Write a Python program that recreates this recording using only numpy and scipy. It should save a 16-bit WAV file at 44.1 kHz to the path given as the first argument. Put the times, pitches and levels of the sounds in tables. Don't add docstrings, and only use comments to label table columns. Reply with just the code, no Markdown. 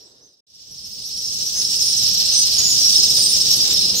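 import sys
import numpy as np
from scipy import signal
from scipy.fft import rfft, irfft
from scipy.io import wavfile
from scipy.ndimage import uniform_filter1d

SR = 44100
rng = np.random.default_rng(int(sys.argv[2]) if len(sys.argv) > 2 else 0)


def generate_wav(signal):
    frames = np.transpose(np.atleast_2d(signal))
    scaled = np.clip(frames, -1, 1) * 32767
    pcm = np.round(scaled).astype(np.int16)
    wavfile.write(sys.argv[1], SR, pcm)


N = 176400
T = np.arange(N) / SR
LEFT_DB, MAX_LAG_S = -2, .0004


def undb(db):
    return 10 ** (np.asarray(db) / 20)


def unit(x):
    return x / np.sqrt(np.mean(x ** 2) + 1e-18)


def curve(rows, column=1):
    rows = np.array(rows)
    return undb(np.interp(T, rows[:, 0], rows[:, column]))


def colour(x, points):
    hz, db = np.array(points).T
    log_f = np.log(np.maximum(np.fft.rfftfreq(N, 1 / SR), 1))
    beyond = np.abs(log_f - np.clip(log_f, np.log(hz[0]), np.log(hz[-1])))
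    return irfft(rfft(x) * undb(np.interp(log_f, np.log(hz), db) - 34 * beyond), N)


def walk(cutoff_hz):
    f = np.fft.rfftfreq(N, 1 / SR)
    return unit(irfft(rfft(rng.standard_normal(N)) / (1 + (f / cutoff_hz) ** 4), N))


# f/Hz, relative spectral density/dB
AIR_SPECTRUM = [(15, -40), (25, -8.5), (108, 1.5), (193, -2.5), (296, -7), (492, -6.5), (627, -14),
                (1190, -24.5), (1540, -29), (1790, -27.5), (2200, -36), (2860, -59), (4840, -120)]
# t/s, rumble level/dB, wind level/dB
AIR_LEVELS = [(0, -67, -54), (.22, -65, -55.5), (.39, -80.5, -68.5), (.48, -76, -78), (.56, -65, -67),
              (.72, -55, -59.5), (1.26, -47, -49.5), (1.76, -45.5, -44.5), (2.05, -41, -46),
              (3, -40.5, -40), (4, -39.5, -37.5)]


def air():
    mid, side = colour(rng.standard_normal((2, N)), AIR_SPECTRUM)
    side = colour(side, [(25, -5), (100, -15.5), (300, -7.5), (700, -5.5), (1200, 5.5), (2500, 10)])
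    noise = unit(np.array([mid + side, mid - side]))
    rumble = signal.sosfiltfilt(signal.butter(3, 250, fs=SR, output="sos"), noise)
    wind = noise - rumble
    drone = undb(-9.5) * walk(13.7) * np.sin(2 * np.pi * 194.6 * T)
    flicker = undb(walk(10.5))
    return ((rumble + drone) * curve(AIR_LEVELS, 1) + wind * curve(AIR_LEVELS, 2)) * flicker


# f/Hz, relative spectral density/dB
FRICTION_SPECTRUM = [(90, 0), (180, -9.5), (450, -1), (750, -11), (1500, -12.5), (3000, -9)]
# onset t/s, duration/s, level/dB
SCUFF_EVENTS = [(1.541, 0.1, -45.5), (2.571, 0.1, -42.5), (3.174, 0.028, -37.5), (3.625, 0.13, -40)]


def scuffs():
    rub = unit(colour(rng.standard_normal(N), FRICTION_SPECTRUM) * undb(2 * walk(120)))
    envelope = np.zeros(N)
    for start, length, db in SCUFF_EVENTS:
        age = np.maximum(T - start, 0) / length * 3
        envelope += undb(db) * age * np.exp(1 - age)
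    return envelope * rub


# f/Hz, relative spectral density/dB
CHORUS_SPECTRUM = [(590, -24), (1000, -34), (1550, -37), (1790, -32), (2130, -32), (2970, -16),
                   (4390, -6.5), (5040, -2), (5340, -0.5), (6790, -11.5), (7440, -18), (8340, -14),
                   (9690, -28.5), (10100, -32.5), (11400, -27), (15000, -26.5), (15500, -22)]
# t/s, low-voice level/dB, treble level/dB
CHORUS_BALANCE = [(0, 4.5, -7), (.7, 3.5, -0.5), (1.25, 0.5, 1.5), (1.7, 0.5, 3), (2.2, 3, -2.5),
                  (2.8, 1.5, 2), (3.3, 0, 1.5), (4, 7.5, 4.5)]


def far_chorus():
    hiss = unit(colour(rng.standard_normal((2, N)), CHORUS_SPECTRUM))
    low = signal.sosfiltfilt(signal.butter(4, 4400, fs=SR, output="sos"), hiss)
    high = signal.sosfiltfilt(signal.butter(4, 7300, "high", fs=SR, output="sos"), hiss)
    middle = hiss - low - high
    chorus = middle + low * curve(CHORUS_BALANCE, 1) + high * curve(CHORUS_BALANCE, 2)
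    flutter = unit(undb(1.09 * walk(400) + 1.33 * walk(32)))
    return chorus * flutter * undb(np.array([[LEFT_DB], [-LEFT_DB]]) / 2)


def wall_echo(x, echo_db, t60_s=.16):
    t = T[:SR // 2]
    tail = rng.standard_normal((2, len(t))) * undb(-60 * t / t60_s) * (t > .004)
    tail /= np.sqrt(np.sum(tail ** 2, axis=1, keepdims=True))
    return x + undb(echo_db) * signal.fftconvolve(x, tail, axes=1)[:, :N]


def place(out, call, start, pan_db, lag_s):
    for channel, side in enumerate((1, -1)):
        onset = int((start - side * lag_s / 2) * SR)
        a, b = max(onset, 0), min(onset + len(call), N)
        if b > a:
            out[channel, a:b] += call[a - onset:b - onset] * undb(side * pan_db / 2)


def throat(rasp_hz=314, waver_hz=45):
    return np.array([walk(rasp_hz), walk(rasp_hz), walk(waver_hz)])


def whistle(hz, tremor, offset, rasp, wobble, octave_db):
    jitter, shimmer, waver = tremor.take(np.arange(len(hz)) + int(offset * N), axis=1, mode="wrap")
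    phase = 2 * np.pi * np.cumsum(hz * (1 + wobble * jitter + .0069 * waver)) / SR
    envelope = np.sin(np.pi * np.linspace(0, 1, len(hz)) ** 1.02).clip(0) ** .4
    roughness = unit(np.exp(rasp * np.tanh(shimmer)))
    octave = undb(octave_db) * (hz < SR / 5) * np.sin(2 * phase)
    return np.sqrt(2) * envelope * roughness * (np.sin(phase) + octave)


def arch(length, top_hz, depth, crest=.56):
    progress = np.linspace(0, 1, max(int(length * SR), 64))
    return top_hz * (1 - depth * (2 * (progress - crest)) ** 2)


def pip(hz, length_s=.0221, fall=.0903):
    return hz * (1 - fall * np.linspace(0, 1, int(length_s * SR)) ** 2)


WOBBLE_PER_S = .11
PIP_SPREAD, PIP_SPREAD_DB, PIP_JITTER_S = .02, 2.5, .003


def flock(count, centre_hz, spread, octave_db, rasp, wobble, scatter_db):
    out, tremor = np.zeros((2, N)), throat()
    birds = zip(rng.random((count, 6)), rng.standard_normal((count, 5, 3)).clip(-2, 2))
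    for k, ((slot, duration, spacing, nearness, bearing, offset), deviations) in enumerate(birds):
        pitch, side, _ = deviations[0]
        start = (k + slot) / count * (N / SR + .5) - .5
        hz = centre_hz * np.exp(spread * pitch)
        length, gap = .025 + .05 * duration, .043 + .022 * spacing
        db = scatter_db * nearness ** 2
        pan_db, lag_s = LEFT_DB + 2.5 * side, MAX_LAG_S * (2 * bearing - 1)
        roughened = wobble + WOBBLE_PER_S * length
        scream = whistle(arch(length, hz, depth=.1), tremor, offset, rasp, roughened, octave_db)
        place(out, undb(db) * scream, start, pan_db, lag_s)
        for j, (late, sharp, loud) in enumerate(deviations[1:]):
            at = start + length + (j + .5) * gap + PIP_JITTER_S * late
            call = whistle(pip(hz * (1 + PIP_SPREAD * sharp)), tremor, offset + at, rasp, wobble, octave_db)
            place(out, undb(db + PIP_SPREAD_DB * loud) * call, at, pan_db, lag_s)
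    return unit(wall_echo(out, echo_db=-6.5))


# t/s, relative level/dB
COLONY_SWELL = [(0, -30), (.1, -34), (.2, -37), (.3, -38.5), (.39, -46), (.48, -41), (.55, -28.5),
                (.71, -22), (.9, -17), (1.1, -12.5), (1.27, -8.5), (1.4, -6), (1.6, -4), (1.85, 0),
                (2.25, 0.5), (2.6, 1), (3.1, 3), (3.55, 2), (3.9, -3), (4, -4)]


def colony():
    main = flock(48, centre_hz=5380, spread=.035, octave_db=-22, rasp=.4, wobble=.006, scatter_db=7.5)
    harsh = flock(70, centre_hz=5740, spread=.07, octave_db=-22, rasp=.87, wobble=.0303, scatter_db=7)
    low = flock(60, centre_hz=4400, spread=.075, octave_db=-16, rasp=.5, wobble=.014, scatter_db=4)
    thin = flock(26, centre_hz=8490, spread=.0264, octave_db=-25, rasp=.4, wobble=.014, scatter_db=3)
    bright = flock(50, centre_hz=6230, spread=.08, octave_db=-1.5, rasp=.96, wobble=.0107, scatter_db=0)
    voices = (undb(-22) * main + undb(-25) * harsh + undb(-32) * curve(CHORUS_BALANCE, 1) * low
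              + undb(-37) * thin + undb(-36) * bright + undb(-21) * far_chorus())
    return voices * curve(COLONY_SWELL)


# onset t/s, duration/s, crest f/Hz, arch depth/1, relative level/dB, octave level/dB
CLOSE_SCREAMS = [ (-.03, 0.11, 5620, .06, -49, -24), (.02, .11, 7900, 0.15, -62, -20),
                 (.2, 0.096, 6160, 0.1, -53, -23), (0.705, 0.027, 5800, 0.074, -38.5, -8),
                 (.84, 0.067, 6300, 0.24, -50, 0), (.88, .095, 7500, .03, -65, 17),
                 (1.036, 0.074, 5980, 0.14, -33, -10), (1.16, 0.05, 5620, .1, -29, -12),
                 (1.18, 0.12, 6120, .05, -36, -14), (1.1, .11, 5450, 0.052, -31.5, -27),
                 (1.22, .1, 5320, .05, -27.5, -23), (1.441, .05, 5900, .05, -27, -13),
                 (1.321, 0.05, 5700, .1, -39, 0), (1.53, .1, 6330, .09, -24.5, -20),
                 (1.56, .09, 5300, .06, -29, -7), (1.79, 0.15, 9550, .22, -32.5, -25),
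                 (1.8, 0.091, 7000, 0.091, -44, 4), (2.32, 0.044, 6130, 0.052, -19.5, -32),
                 (2.357, 0.05, 6080, 0.07, -15.5, -22), (2.335, 0.094, 8540, .05, -22.5, -23),
                 (2.41, 0.038, 6210, 0.051, -17.5, -20), (2.559, 0.025, 9800, .04, -29.5, -25),
                 (2.58, 0.017, 6750, 0.094, -15, -25), (2.615, 0.14, 6890, .05, -21, -20),
                 (2.69, 0.058, 9640, 0.034, -34, -25), (2.81, .11, 5740, 0.043, -19, -18),
                 (2.9, 0.092, 9270, 0.054, -31, -25), (2.955, 0.025, 5370, 0.072, -12, -23),
                 (3.029, 0.017, 5240, 0.036, -10.5, -32), (3.098, 0.015, 5470, 0.026, -17.5, -21),
                 (3.18, 0.036, 9470, 0.014, -23, -25), (3.215, 0.054, 8500, 0.036, -22.5, -25),
                 (3.284, 0.043, 9350, 0.034, -24, -25), (3.329, 0.012, 5400, 0.086, -13.5, -19),
                 (3.485, 0.058, 5590, .1, -16, -24), (3.505, 0.041, 6570, .09, -26, -3),
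                 (3.69, 0.041, 7350, .04, -27, -9), (3.737, 0.017, 5400, 0.036, -18, -28),
                 (3.76, 0.051, 5450, 0.0546, -18, -30), (3.837, 0.038, 5060, 0.036, -17.5, -34),
                 (3.894, 0.022, 5120, 0.037, -16.5, -28), (3.948, 0.077, 6270, 0.028, -23.5, -9),
                 (3.953, 0.09, 7050, .06, -25.5, -9)]
# onset t/s, end t/s, pip rate/Hz, f/Hz, relative level/dB, octave level/dB
CLOSE_TRILLS = [(.228, .34, 21, 8600, -81, -20), (0.774, .87, 16.4, 5450, -35, -21),
                (1.033, 1.11, 19, 3950, -49, -7), (1.643, 1.99, 18, 5455, -20.5, -20),
                (2.023, 2.22, 17.8, 6450, -33.5, -3.5), (2.03, 2.3, 18.5, 5490, -25, -41),
                (2.537, 2.86, 20, 5850, -23, -16), (3.138, 3.27, 17, 5050, -17, -18),
                (3.552, 3.76, 17, 5850, -31.5, -1), (3.689, 3.86, 22.7, 3850, -28, -13)]


def close_swifts(rasp=.34, wobble=.0039):
    out, tremor = np.zeros((2, N)), throat()
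    draws = rng.random((len(CLOSE_SCREAMS), 2))
    for (start, length, hz, depth, db, octave_db), (offset, bearing) in zip(CLOSE_SCREAMS, draws):
        roughened = wobble + WOBBLE_PER_S * length
        scream = whistle(arch(length, hz, depth), tremor, offset, rasp, roughened, octave_db)
        side = bearing - .5
        place(out, undb(db) * scream, start, LEFT_DB + 3 * side, MAX_LAG_S * side / 4)
    draws = rng.standard_normal((len(CLOSE_TRILLS), 12, 4)).clip(-1.5, 1.5)
    for (start, end, rate, hz, db, octave_db), deviations in zip(CLOSE_TRILLS, draws):
        for at, (late, sharp, loud, bright) in zip(np.arange(start, end, 1 / rate), deviations):
            contour = pip(hz * (1 + PIP_SPREAD * sharp))
            call = whistle(contour, tremor, at, rasp, wobble, octave_db + 4 * bright)
            place(out, undb(db + PIP_SPREAD_DB * loud) * call, at + PIP_JITTER_S * late, LEFT_DB, 0)
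    return undb(-.5) * wall_echo(out, echo_db=-5)


def scene():
    return colony() + close_swifts() + air() + scuffs()


def record(dry):
    gate = uniform_filter1d(1. * ((T < .405) | (T > .468)), size=200)
    rounded = dry / (1 + (dry / .9) ** 8) ** (1 / 8)
    return signal.sosfilt(signal.ellip(10, .2, 75, 15600, fs=SR, output="sos"), gate * rounded)


dry = scene()
out = record(dry)
generate_wav(out)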